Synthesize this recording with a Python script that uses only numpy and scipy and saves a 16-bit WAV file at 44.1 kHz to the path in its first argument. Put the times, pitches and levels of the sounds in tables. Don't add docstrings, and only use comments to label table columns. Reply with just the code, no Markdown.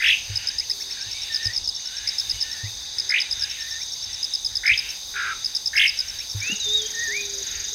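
import sys
import numpy as np
from scipy import signal
from scipy.fft import rfft, irfft, next_fast_len
from scipy.io import wavfile
from scipy.ndimage import uniform_filter1d, map_coordinates

SR = 44100
rng = np.random.default_rng(int(sys.argv[2]) if len(sys.argv) > 2 else 0)


def wrap_up_sound(samples):
    columns = np.atleast_2d(samples).T
    tamed = np.clip(columns, -1, 1)
    steps = np.round(tamed * 32767).astype(np.int16)
    wavfile.write(sys.argv[1], SR, steps)


def gain_from_db(level_db):
    decades = np.asarray(level_db, float) / 20
    return 10 ** decades


N = 341334
CUT_S = 6.412

# (crest time [s], crest [Hz], next trough [Hz], level [dB])
BURST_SWINGS = [
    [(.007, 2150, 1330, -22), (.028, 2500, 1500, -17), (.047, 2900, 1600, -14.5), (.066, 3200, 1680, -14),
     (.087, 3550, 1900, -14), (.107, 3600, 2300, -14), (.13, 3100, 2350, -15.5), (.146, 2900, 2400, -22)],
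    [(3.105, 2150, 1450, -24), (3.125, 2250, 1550, -19), (3.146, 2550, 1800, -16), (3.166, 2900, 1850, -17),
     (3.189, 3850, 2200, -18.5)],
    [(4.641, 2050, 1450, -23), (4.66, 2200, 1600, -18), (4.68, 2350, 1700, -15), (4.699, 2500, 1850, -13),
     (4.72, 2650, 2050, -13), (4.739, 3700, 2200, -21)],
    [(5.738, 1900, 1450, -25), (5.759, 2200, 1600, -21), (5.78, 2850, 1600, -14),
     (5.8005, 3500, 1620, -13.5), (5.822, 3650, 1750, -14), (5.844, 3200, 1850, -14.5),
     (5.864, 2950, 2150, -16)],
]
# (breath [dB], hiss [dB], octave at the troughs [dB])
BURST_NOISE = [
    (-19, -33, -1),
    (-19, -36, -14),
    (-18, -37, -20),
    (-20, -27, -10),
]
BURST_START_HZ, BURST_LEAD_S, BURST_CLOSE_S = 1450, .009, .010
STRAIGHT_SHARE = .45
RASP, TROUGH_DB = .11, 4
BURR_HZ, BURR_DB, BURR_SWING_HZ = 320, 2.8, 40
BUZZ_S, BUZZ_LENGTH_S, BUZZ_DB, BUZZ_PULSE_HZ = 5.138, .198, -27.5, 78
BUZZ_START_HZ, BUZZ_END_HZ, BUZZ_SWING_HZ = 1430, 1290, 320
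BUZZ_LEAD_S, BUZZ_LEAD_DB, BUZZ_BREATH_DB = .018, -9, -8
# (time [s], pitch [Hz], level [dB])
WHISTLE_GLIDES = [
    [(6.413, 2214, -29.5), (6.45, 2474, -30), (6.522, 2850, -27.5), (6.535, 2860, -21)],
    [(6.597, 4020, -29), (6.63, 3747, -30), (6.685, 3530, -26.5), (6.73, 3747, -24), (6.755, 3770, -19),
     (6.78, 3760, -20), (6.82, 3280, -35), (6.85, 3130, -43), (6.865, 3350, -24)],
    [(6.935, 1836, -41), (6.98, 1824, -32.5), (7.03, 1893, -27.5), (7.065, 1823, -30.5),
     (7.098, 1750, -29.5), (7.155, 2294, -28.5), (7.19, 2473, -28), (7.215, 2466, -35), (7.24, 2400, -44)],
]

# (time [s], length [s], level [dB])
RIVAL_FLICKS = [(0.69, 0.04, -50), (0.796, 0.034, -48.5), (0.89, 0.031, -47.5), (0.966, 0.069, -50),
                (1.79, 0.017, -48.5), (1.876, 0.023, -55), (1.965, 0.029, -52), (2.055, 0.036, -44.5),
                (2.12, 0.055, -49), (2.84, 0.026, -53), (2.973, 0.027, -51), (3.036, 0.04, -59),
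                (3.943, 0.028, -57)]
FLICK_START_HZ, FLICK_END_HZ = 1450, 2860
# (time [s], length [s], start [Hz], end
# [Hz], level [dB])
RIVAL_SLIDES = [(0.432, 0.21, 1450, 2060, -51), (0.604, 0.041, 1950, 3200, -44.5),
                (0.983, 0.13, 1510, 1905, -52), (1.077, 0.021, 2330, 3320, -49),
                (1.118, 0.068, 2145, 2370, -47), (1.587, .034, 2100, 3050, -59),
                (1.85, 0.23, 1450, 1763, -53), (2.21, 0.089, 1546, 1750, -54),
                (2.299, 0.078, 1850, 2420, -49), (4.085, 0.091, 1940, 1960, -56),
                (3.412, 0.059, 1640, 1684, -45), (3.359, 0.067, 1420, 1440, -54),
                (6.002, 0.21, 1506, 1720, -56), (6.189, 0.049, 1880, 3250, -44),
                (7.33, 0.092, 548, 510, -57), (1.33, 0.2, 1490, 1500, -59), (2.45, .17, 1500, 1500, -59),
                (3.58, .22, 1500, 1564, -65)]
FLICK_LATE, SLIDE_LATE, HOOK_LATE = 0.91, 1.1, 14
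# (time [s], length [s], level [dB], lift amid the note [Hz])
RIVAL_HELD = [
    (1.295, .25, -42.5, 40),
    (2.422, .264, -44, 170),
    (3.578, .252, -44.5, 190),
]
DROP_S, DROP_HZ, DROP_DB = .018, 2700, -4
HELD_HZ, HOOK_HZ = 1790, 2900
LIFT_S, LIFT_WIDTH_S = .112, .014

NEAR_CHIRPS = [.3576, .4723, .5841, .6983, 1.3458, 1.4541, 1.5628, 1.6756, 2.0742, 2.1839, 2.2967, 2.4114,
               2.9846, 3.0929, 3.2026, 3.3119, 3.4221, 4.2298, 4.3371, 4.4478, 4.5546, 4.6653, 4.7766,
               5.4455, 5.5503, 5.659, 5.7653, 5.878, 5.9898]
SOFT_CHIRPS = [.0697, .8071, .9093, 1.0111, 1.1144, 1.2191, 1.3244, 1.4301, 1.5344, 1.6432, 1.7494, 1.8577,
               1.9679, 2.5147, 3.3957, 3.4985, 3.6072, 3.7095, 3.8157, 3.921, 4.0268, 4.1305, 4.8903,
               5.8686, 5.9743, 6.0836, 6.1883, 6.2986, 6.4038]
# (first time [s], count [chirps])
HIDDEN_CHIRPS = [
    (2.078, 4),
    (5.553, 3),
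]
NEAR_DB, NEAR_HZ, SOFT_DB, SOFT_HZ = -12.5, 5070, -20.5, 5428
TICK_FIRST_S, TICK_RATE_HZ, TICK_DB = 6.4275, 23.05, -25.5

# (centre [Hz], width [Hz], level [dB])
CHORUS_BANDS = [
    (3747, 542, -39),
    (4866, 890, -39.5),
    (6226, 750, -39),
]
PERCH_DB = (1.5, 1.5, 2.5)
# (time [s], half width [s], level over the rest [dB])
LOW_SURGES = [
    (.1, 0.06, 2),
    (1.25, 0.15, 1.5),
    (2.3, 0.22, 1.5),
    (3.4, 0.36, -3.5),
    (4.35, 0.11, -21),
]
THROB_HZ, THROB_DB, THROB_S = 4.27, 1.5, 7.0
DRIFT_DB = .8
# (centre [Hz], width [Hz], swells (time [s], half width [s], level [dB]))
LONE_SINGERS = [
    (4350, 130, [(.3, 0.38, -54), (.92, 0.21, -44), (2.0, 0.86, -49), (4.0, 0.67, -66)]),
    (3660, 83, [(.85, 0.08, -53), (1.2, 0.065, -44), (2.25, 0.033, -38), (3.38, 0.03, -37)]),
    (2920, 120, [(.4, 0.051, -45), (1.9, 0.15, -51), (2.4, 0.063, -44)]),
    (13200, 900, [(7.0, .3, -56), (7.6, .25, -56)]),
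]
# (time [s], half width [s], level [dB])
CICADA_SWELLS = [(.08, 0.16, -43), (.78, 0.11, -43.5), (1.35, 0.11, -49), (2.25, 0.11, -45),
                 (2.6, 0.23, -49), (3.68, 0.15, -44.5), (4.3, 0.73, -51.5), (4.98, 0.19, -44.5),
                 (5.6, 0.49, -50), (6.3, 0.32, -45), (7.15, 0.41, -45.5)]
# (frequency [Hz], density [dB per Hz])
CICADA_COLOUR = [(8000, -8.5), (11000, -7), (13800, -5.5), (15800, -10.5)]
# (frequency [Hz], density [dB per Hz])
HIGH_INSECT_COLOUR = [(6500, -28), (6900, 0), (7700, 0), (8500, 6), (9300, -4.5), (10800, -7.5),
                      (12000, -43), (15800, -13)]

# (time [s], length [s], start [Hz], end [Hz], level [dB])
DOVE_COOS = [
    (0.675, 0.27, 402, 393, -60.5),
    (2.923, 0.27, 399, 393, -63),
    (5.134, 0.26, 402, 402, -61),
    (6.452, 0.15, 460, 411, -56.5),
    (6.657, 0.22, 418, 434, -42),
    (6.879, 0.15, 428, 433, -54),
    (7.072, 0.366, 416, 391, -45),
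    (7.501, 0.21, 394, 418, -60),
    (7.716, 0.077, 408, 416, -50),
]
# (time [s], peak [dB], mode [Hz], decay t60 [s], sway [dB])
TRIPOD_TOUCHES = [
    (0.293, -27.5, 101, 0.23, -53),
    (1.061, -39, 103, 0.11, -52),
    (1.454, -26.5, 102, .13, -36),
    (1.612, -46, 98, .1, -43),
    (2.334, -38.5, 99, .16, -37),
    (2.632, -25, 104, 0.16, -44),
    (4.512, -42, 99, .1, -50),
    (4.711, -38, 104, 0.18, -38),
    (6.344, -23.5, 101, 0.2, -44),
]
# (time [s], peak [dB], mode [Hz], decay t60 [s], sway [dB])
TRIPOD_BUMPS = [
    (6.496, -28.5, 260, 0.03, -60),
    (6.521, -27.5, 203, 0.067, -55),
]
SWAY_HZ, SWAY_T60_S = 50, 0.17

# (frequency [Hz], decay t60 [s])
TREE_DECAY = [(400, 0.84), (1500, 0.3), (3000, 0.44), (6000, 0.25), (12000, 0.33)]
# (time [s], half width [s], level [dB], share of high notes [0-1])
FAR_PHRASES = [(.42, 0.14, -38.5, 0.75), (.98, 0.098, -46, 0.4), (1.15, 0.097, -44, 1),
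               (1.35, 0.17, -41, 0.84), (1.9, 0.1, -47.5, 0.4), (2.08, 0.1, -42, 0.57),
               (2.38, 0.23, -44.5, 0.79), (3.3, 0.36, -44.5, 0.27), (3.53, 0.085, -38, 0.93),
               (3.75, 0.044, -48, 0.6), (4.18, 0.18, -45.5, 0.75), (4.56, 0.051, -47.5, 0.1),
               (4.85, 0.087, -36, 0.89), (5.4, 0.21, -48, 0.54), (6.08, 0.13, -42, 0.67),
               (6.47, 0.06, -37.5, 0.22), (6.72, 0.19, -45, 0.6), (7.1, 0.31, -46, 0.37),
               (7.56, 0.11, -39.5, 0.42)]
# (frequency [Hz], density [dB per Hz])
LOW_SONG_COLOUR = [(1150, -18.5), (1450, 3), (1900, 6), (2500, -1.5), (3200, -34)]
# (frequency [Hz], density [dB per Hz])
HIGH_SONG_COLOUR = [(1600, -46), (2200, 1), (2800, 4.5), (3200, 2.5), (3600, -24)]
# (frequency [Hz], density [dB per Hz])
AIR_COLOUR = [(76, -39), (130, 1), (141, -5), (280, -6.5), (377, -8), (539, -6.5), (585, -6), (622, -11.5),
              (812, -1.5), (1500, -15.5), (1950, -28), (3300, -120)]
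AIR_DB = -56
# (time [s], half width [s], level [dB])
WIND_GUSTS = [
    (.33, 0.054, -50),
    (1.2, 0.08, -57),
    (4.5, .04, -55),
    (7.0, 1, -57),
]
# (frequency [Hz], density [dB per Hz])
WIND_COLOUR = [(12, -45), (20, -2.5), (64, 3), (103, -1.5), (130, -15.5), (170, -59), (290, -120)]
# (frequency [Hz], density [dB per Hz])
SIDE_COLOUR = [(35, -51), (60, -17), (149, -7), (425, 0), (3010, -20), (3390, -31), (3630, -39),
               (4920, -28.5), (7310, -21), (14400, -15), (15800, -41)]


def thrush():
    song = np.zeros(N)
    for rows, grit in zip(BURST_SWINGS, BURST_NOISE):
        crest, top_hz, low_hz, db = np.transpose(rows)
        crest = crest - .0015
        between = (crest[1:] + crest[:-1]) / 2
        trough = np.r_[crest[0] - BURST_LEAD_S, between, crest[-1] + BURST_CLOSE_S]
        t = np.arange(max(trough[0], 0), trough[-1], 1 / SR)
        knots = np.sort(np.r_[crest, trough])
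        ramp = np.interp(t, knots, np.arange(len(knots)) % 2)
        up = STRAIGHT_SHARE * ramp + (1 - STRAIGHT_SHARE) * np.sin(np.pi * ramp / 2) ** 2
        up = up ** 1.3
        low = np.interp(t, trough, np.r_[BURST_START_HZ, low_hz])
        hz = low + (np.interp(t, crest, top_hz) - low) * up
        throat_db = -7.5 * (np.log2(hz / 2550) / .8) ** 2
        add(song, t[0], voiced(hz, np.interp(t, crest, db) + throat_db - 2, up, *grit))
    song = highpass(song, 4, 1400)
    add(song, BUZZ_S, buzz())
    return highpass(song, 6, 1200)


def buzz():
    t = np.arange(round(BUZZ_LENGTH_S * SR)) / SR
    size = len(t)
    up = .5 + .5 * np.cos(2 * np.pi * BUZZ_PULSE_HZ * t + 2.5 * wobble(40, size))
    up = up ** 1.5
    hz = np.linspace(BUZZ_START_HZ, BUZZ_END_HZ, size) + BUZZ_SWING_HZ * up
    db = BUZZ_DB + BUZZ_LEAD_DB * (t < BUZZ_LEAD_S) + 1.5 * wobble(90, size)
    return voiced(hz, db, up, BUZZ_BREATH_DB, hiss_db=-48, octave_db=-27, breath_hz=(1500, 2600), wet_db=-15)


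def voiced(hz, db, up, breath_db, hiss_db, octave_db, breath_hz=(1600, 3000), wet_db=-12):
    size = len(hz)
    burr = 2 * np.pi * BURR_HZ * np.arange(size) / SR + 1.5 * wobble(60, size)
    db = db - TROUGH_DB * (1 - up) ** 2 + BURR_DB * np.cos(burr)
    level_rasp = RASP * wobble(350, size)
    pitch_rasp = RASP * wobble(600, size)
    octave = np.maximum(octave_db - 50 * up - .03 * np.maximum(hz - 1800, 0), -27)
    pitch = hz + BURR_SWING_HZ * np.sin(burr) + 300 * pitch_rasp
    voice = tone(pitch, db + 9 * level_rasp, overtone_db=octave, edge=.003)
    hiss = band(8200, 10300, size) + .6 * band(12300, 14000, size)
    breath = gain_from_db(breath_db) * band(*breath_hz, size) + gain_from_db(hiss_db) * hiss
    return twigs(voice + gain_from_db(db) * breath, wet_db)


def twigs(x, wet_db):
    t = np.arange(SR // 8) / SR
    decay = gain_from_db(-60 * t / .03) + gain_from_db(-13 - 60 * t / .16)
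    scatter = band(1600, 4400, len(t)) * decay * (t > .0008)
    echo = signal.fftconvolve(x, scatter / np.linalg.norm(scatter))
    return np.pad(x, (0, len(t) - 1)) + gain_from_db(wet_db) * echo


def whistles():
    song = np.zeros(N)
    for rows in WHISTLE_GLIDES:
        t, hz, db = curves(rows)
        pitch = uniform_filter1d(hz, 700, mode="nearest") + 8 * wobble(120, len(t))
        add(song, t[0], tone(pitch, db + 1.3 * wobble(70, len(t)), overtone_db=-30, edge=.005))
    return song


def rivals():
    song = np.zeros(N)
    notes = [(s, length, FLICK_START_HZ, FLICK_END_HZ, FLICK_LATE, db, 0) for s, length, db in RIVAL_FLICKS]
    notes += [(s, length, start_hz, end_hz, SLIDE_LATE, db, 0) for s, length, start_hz, end_hz, db in RIVAL_SLIDES]
    for s, length, db, lift_hz in RIVAL_HELD:
        notes.append((s, length, HELD_HZ, HOOK_HZ, HOOK_LATE, db, lift_hz))
        notes.append((s - DROP_S, DROP_S, DROP_HZ, HELD_HZ, .7, db + DROP_DB, 0))
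    for s, length, start_hz, end_hz, late, db, lift_hz in notes:
        u = np.linspace(0, 1, round(length * SR))
        hz = start_hz + (end_hz - start_hz) * u ** late + 28 * wobble(130, len(u))
        hz = hz + lift_hz * np.exp(-((u * length - LIFT_S) / LIFT_WIDTH_S) ** 2)
        level = db - .5 - 4 * u ** 8 + 2 * wobble(80, len(u))
        add(song, s, twigs(tone(hz, level, overtone_db=-35, edge=.006), wet_db=-10))
    return song


def crickets():
    out = np.zeros(N)
    hidden = [s + .1088 * k for s, count in HIDDEN_CHIRPS for k in range(count)]
    chirps = [(s, NEAR_DB, NEAR_HZ) for s in NEAR_CHIRPS]
    chirps += [(s, SOFT_DB, SOFT_HZ) for s in SOFT_CHIRPS + hidden]
    for s, db, hz in chirps:
        db, hz = db + rng.normal(0, 0.3), hz + rng.normal(0, 15)
        sink = .11 if hz < 5250 else .075
        for delay, length in ((0, 0.0083), (.0138, 0.01)):
            u = np.linspace(0, 1, round(length * SR * rng.uniform(0.97, 1.07)))
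            pitch = hz * (1 + sink * rng.uniform(0.76, 1.0) * (.45 - u)) * (1 + rng.normal(0, 0.004))
            uneven_db = 0.65 * np.sin(2 * np.pi * (rng.uniform(1, 1.7) * u + rng.random()))
            level = db - 6.5 - 5 * u ** 3 + uneven_db
            stroke = tone(pitch, level, overtone_db=-28.0 - 13 * (hz > 5250), edge=0.00087)
            rough = band(4400, 8400, len(u)) + 0.33 * band(12700, 16000, len(u))
            add(out, s + delay - .0008, stroke + gain_from_db(db - 30 - 9.1 * u) * rough)
    out[round(CUT_S * SR):] = 0
    return out + ticking_cricket()


def ticking_cricket():
    out = np.zeros(N)
    u = np.linspace(0, 1, round(0.012 * SR))
    for s in np.arange(TICK_FIRST_S, N / SR, 1 / TICK_RATE_HZ):
        level = TICK_DB - .5 - 3 * u + rng.normal(0, .5)
        tick = tone(6680 - 150 * u, level, overtone_db=-60, edge=0.005)
        add(out, s - .003 + rng.normal(0, .0007), tick)
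        add(out, s - .003, gain_from_db(TICK_DB - 7) * np.hanning(1100) * band(5800, 6400, 1100))
    return out


def chorus():
    t = np.arange(N) / SR
    second_perch = t > CUT_S
    throb_db = THROB_DB * second_perch * np.cos(2 * np.pi * THROB_HZ * (t - THROB_S))
    surge = swells(LOW_SURGES, 0) * gain_from_db(throb_db)
    cicada_flicker = gain_from_db(-4.5 + 1.4 * wobble(37) + 0.59 * wobble(8))
    out = swells(CICADA_SWELLS, -51.5) * cicada_flicker * coloured(CICADA_COLOUR)
    high_flicker = gain_from_db(-55.0 + 0.89 * wobble(30) + 0.35 * wobble(4.3))
    out += surge ** 0.74 * high_flicker * coloured(HIGH_INSECT_COLOUR)
    for (hz, width, db), gain, perch_db in zip(CHORUS_BANDS, (surge, 1, 1), PERCH_DB):
        kind = noise(lambda f: 1 / (1 + (2 * (f - hz) / width) ** 4) + gain_from_db(-24.5) * (f > 3000) * (f < 6800))
        flickering = unit(kind * gain_from_db(0.65 * wobble(45) + 0.8 * wobble(11)))
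        out += gain * gain_from_db(db + perch_db * second_perch + DRIFT_DB * wobble(2.06)) * flickering
    for hz, width, rows in LONE_SINGERS:
        out += swells(rows, -76.5) * noise(lambda f: 1 / (1 + (2 * (f - hz) / width) ** 2))
    return out


def dove():
    out = np.zeros(N)
    for s, length, start_hz, end_hz, db in DOVE_COOS:
        size = round(length * SR)
        level = db + 1.0 * wobble(15, size)
        add(out, s, tone(np.linspace(start_hz, end_hz, size), level, overtone_db=-40, edge=0.018))
    return out


def tripod():
    out, t = np.zeros(N), np.arange(SR // 3) / SR
    for s, db, hz, t60, sway_db in TRIPOD_TOUCHES + TRIPOD_BUMPS:
        swell = 1 - np.exp(-(t * hz / 0.82) ** 1.5)
        ring = gain_from_db(db + 3.5 - 60 * (t / t60) ** 1.2) * np.sin(2 * np.pi * hz * t)
        sway = gain_from_db(sway_db + 7 - 60 * t / SWAY_T60_S) * np.sin(2 * np.pi * SWAY_HZ * t)
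        knock = gain_from_db(db - 10.5 - 60 * t / 0.063) * band(120, 420, len(t))
        add(out, s, swell * (sway - ring + knock))
    return out


def trees(x):
    out, size = np.zeros(N), SR // 4
    for start in range(0, N, size):
        hz, t, z = signal.stft(rng.standard_normal(SR * 3 // 4), SR, nperseg=256)
        decay = gain_from_db(-60 * t / along(TREE_DECAY, hz)[:, None])
        tail = signal.istft(z * decay, SR, nperseg=256)[1]
        echo = signal.fftconvolve(x[start:start + size], tail / np.linalg.norm(tail))
        add(out, start / SR + .004, echo)
    return out


def wash():
    def share_db(share):
        return 10 * np.log10(np.clip(share, .01, 1))

    low = swells([(s, width, db + share_db(1 - high)) for s, width, db, high in FAR_PHRASES], -62)
    high = swells([(s, width, db + share_db(high)) for s, width, db, high in FAR_PHRASES], -65)
    song = low * coloured(LOW_SONG_COLOUR) + high * coloured(HIGH_SONG_COLOUR)
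    return gain_from_db(-2.0 + 0.66 * wobble(23)) * song


def air():
    hum = gain_from_db(AIR_DB + 1.13 * wobble(3.8)) * coloured(AIR_COLOUR)
    fuller = gain_from_db(-59.5) * (np.arange(N) > CUT_S * SR) * band(136, 410, N)
    wind = swells(WIND_GUSTS, -57.0) * gain_from_db(2.5 + 3.2 * wobble(7.8)) * coloured(WIND_COLOUR)
    return hum + fuller + wind


def tone(hz, db, overtone_db, edge):
    t = np.arange(len(hz)) / SR
    phase = 2 * np.pi * np.cumsum(hz) / SR
    fade = np.clip(np.minimum(t, t[::-1]) / edge, 0, 1)
    return np.sqrt(2) * gain_from_db(db) * fade * (np.sin(phase) + gain_from_db(overtone_db) * np.sin(2 * phase))


def noise(gain):
    m = next_fast_len(N)
    spectrum = rfft(rng.standard_normal(m)) * gain(np.fft.rfftfreq(m, 1 / SR))
    return unit(irfft(spectrum, m)[:N])


def coloured(points):
    return noise(lambda f: gain_from_db(along(points, f)))


def band(lo_hz, hi_hz, size):
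    return unit(signal.lfilter(*signal.butter(2, [lo_hz, hi_hz], "band", fs=SR), rng.standard_normal(size)))


def highpass(x, order, hz):
    return signal.sosfilt(signal.butter(order, hz, "high", fs=SR, output="sos"), x)


def swells(rows, rest_db):
    t = np.arange(0, N + 100, 100) / SR
    bells = sum(gain_from_db(db) ** 2 * np.exp(-((t - s) / width) ** 2) for s, width, db in rows)
    return np.interp(np.arange(N) / SR, t, np.sqrt(gain_from_db(rest_db) ** 2 + bells))


def wobble(rate, size=N):
    knots = rng.standard_normal(int(N * rate / SR) + 4)
    return map_coordinates(knots, [np.arange(N) * rate / SR])[:size]


def along(points, hz):
    f, v = np.transpose(points)
    return np.interp(np.log(hz + 1), np.log(f + 1), v)


def curves(rows):
    s, *cols = np.transpose(rows)
    t = np.arange(round(s[0] * SR), round(s[-1] * SR)) / SR
    return [t] + [np.interp(t, s, c) for c in cols]


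def unit(x):
    return x / np.sqrt(np.mean(x ** 2) + 1e-20)


def add(track, s, x):
    part = track[max(round(s * SR), 0):][:len(x)]
    part += x[:len(part)]


def scene():
    harsh, clean, far, chirps = thrush(), whistles(), rivals(), crickets()
    to_trees = gain_from_db(-10.5) * harsh + gain_from_db(-19.0) * chirps
    to_trees += gain_from_db(-8) * clean * wobble(260) + gain_from_db(-7) * far * wobble(260)
    mid = harsh + clean + far + chirps + trees(to_trees)
    mid += wash() + air() + chorus() + dove() + tripod()
    side = gain_from_db(-59) * coloured(SIDE_COLOUR)
    return np.array([mid + side, mid - side])


def roll_off(x):
    return signal.sosfilt(signal.butter(12, 15930, fs=SR, output="sos"), x)


def record(dry):
    bent = dry / (1 + np.abs(dry / 1.3) ** 3) ** (1 / 3)
    below_limit = np.fft.rfftfreq(N, 1 / SR) < 15850
    finished = irfft(rfft(bent) * below_limit, N)
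    return roll_off(finished)


dry = scene()
out = record(dry)
wrap_up_sound(out)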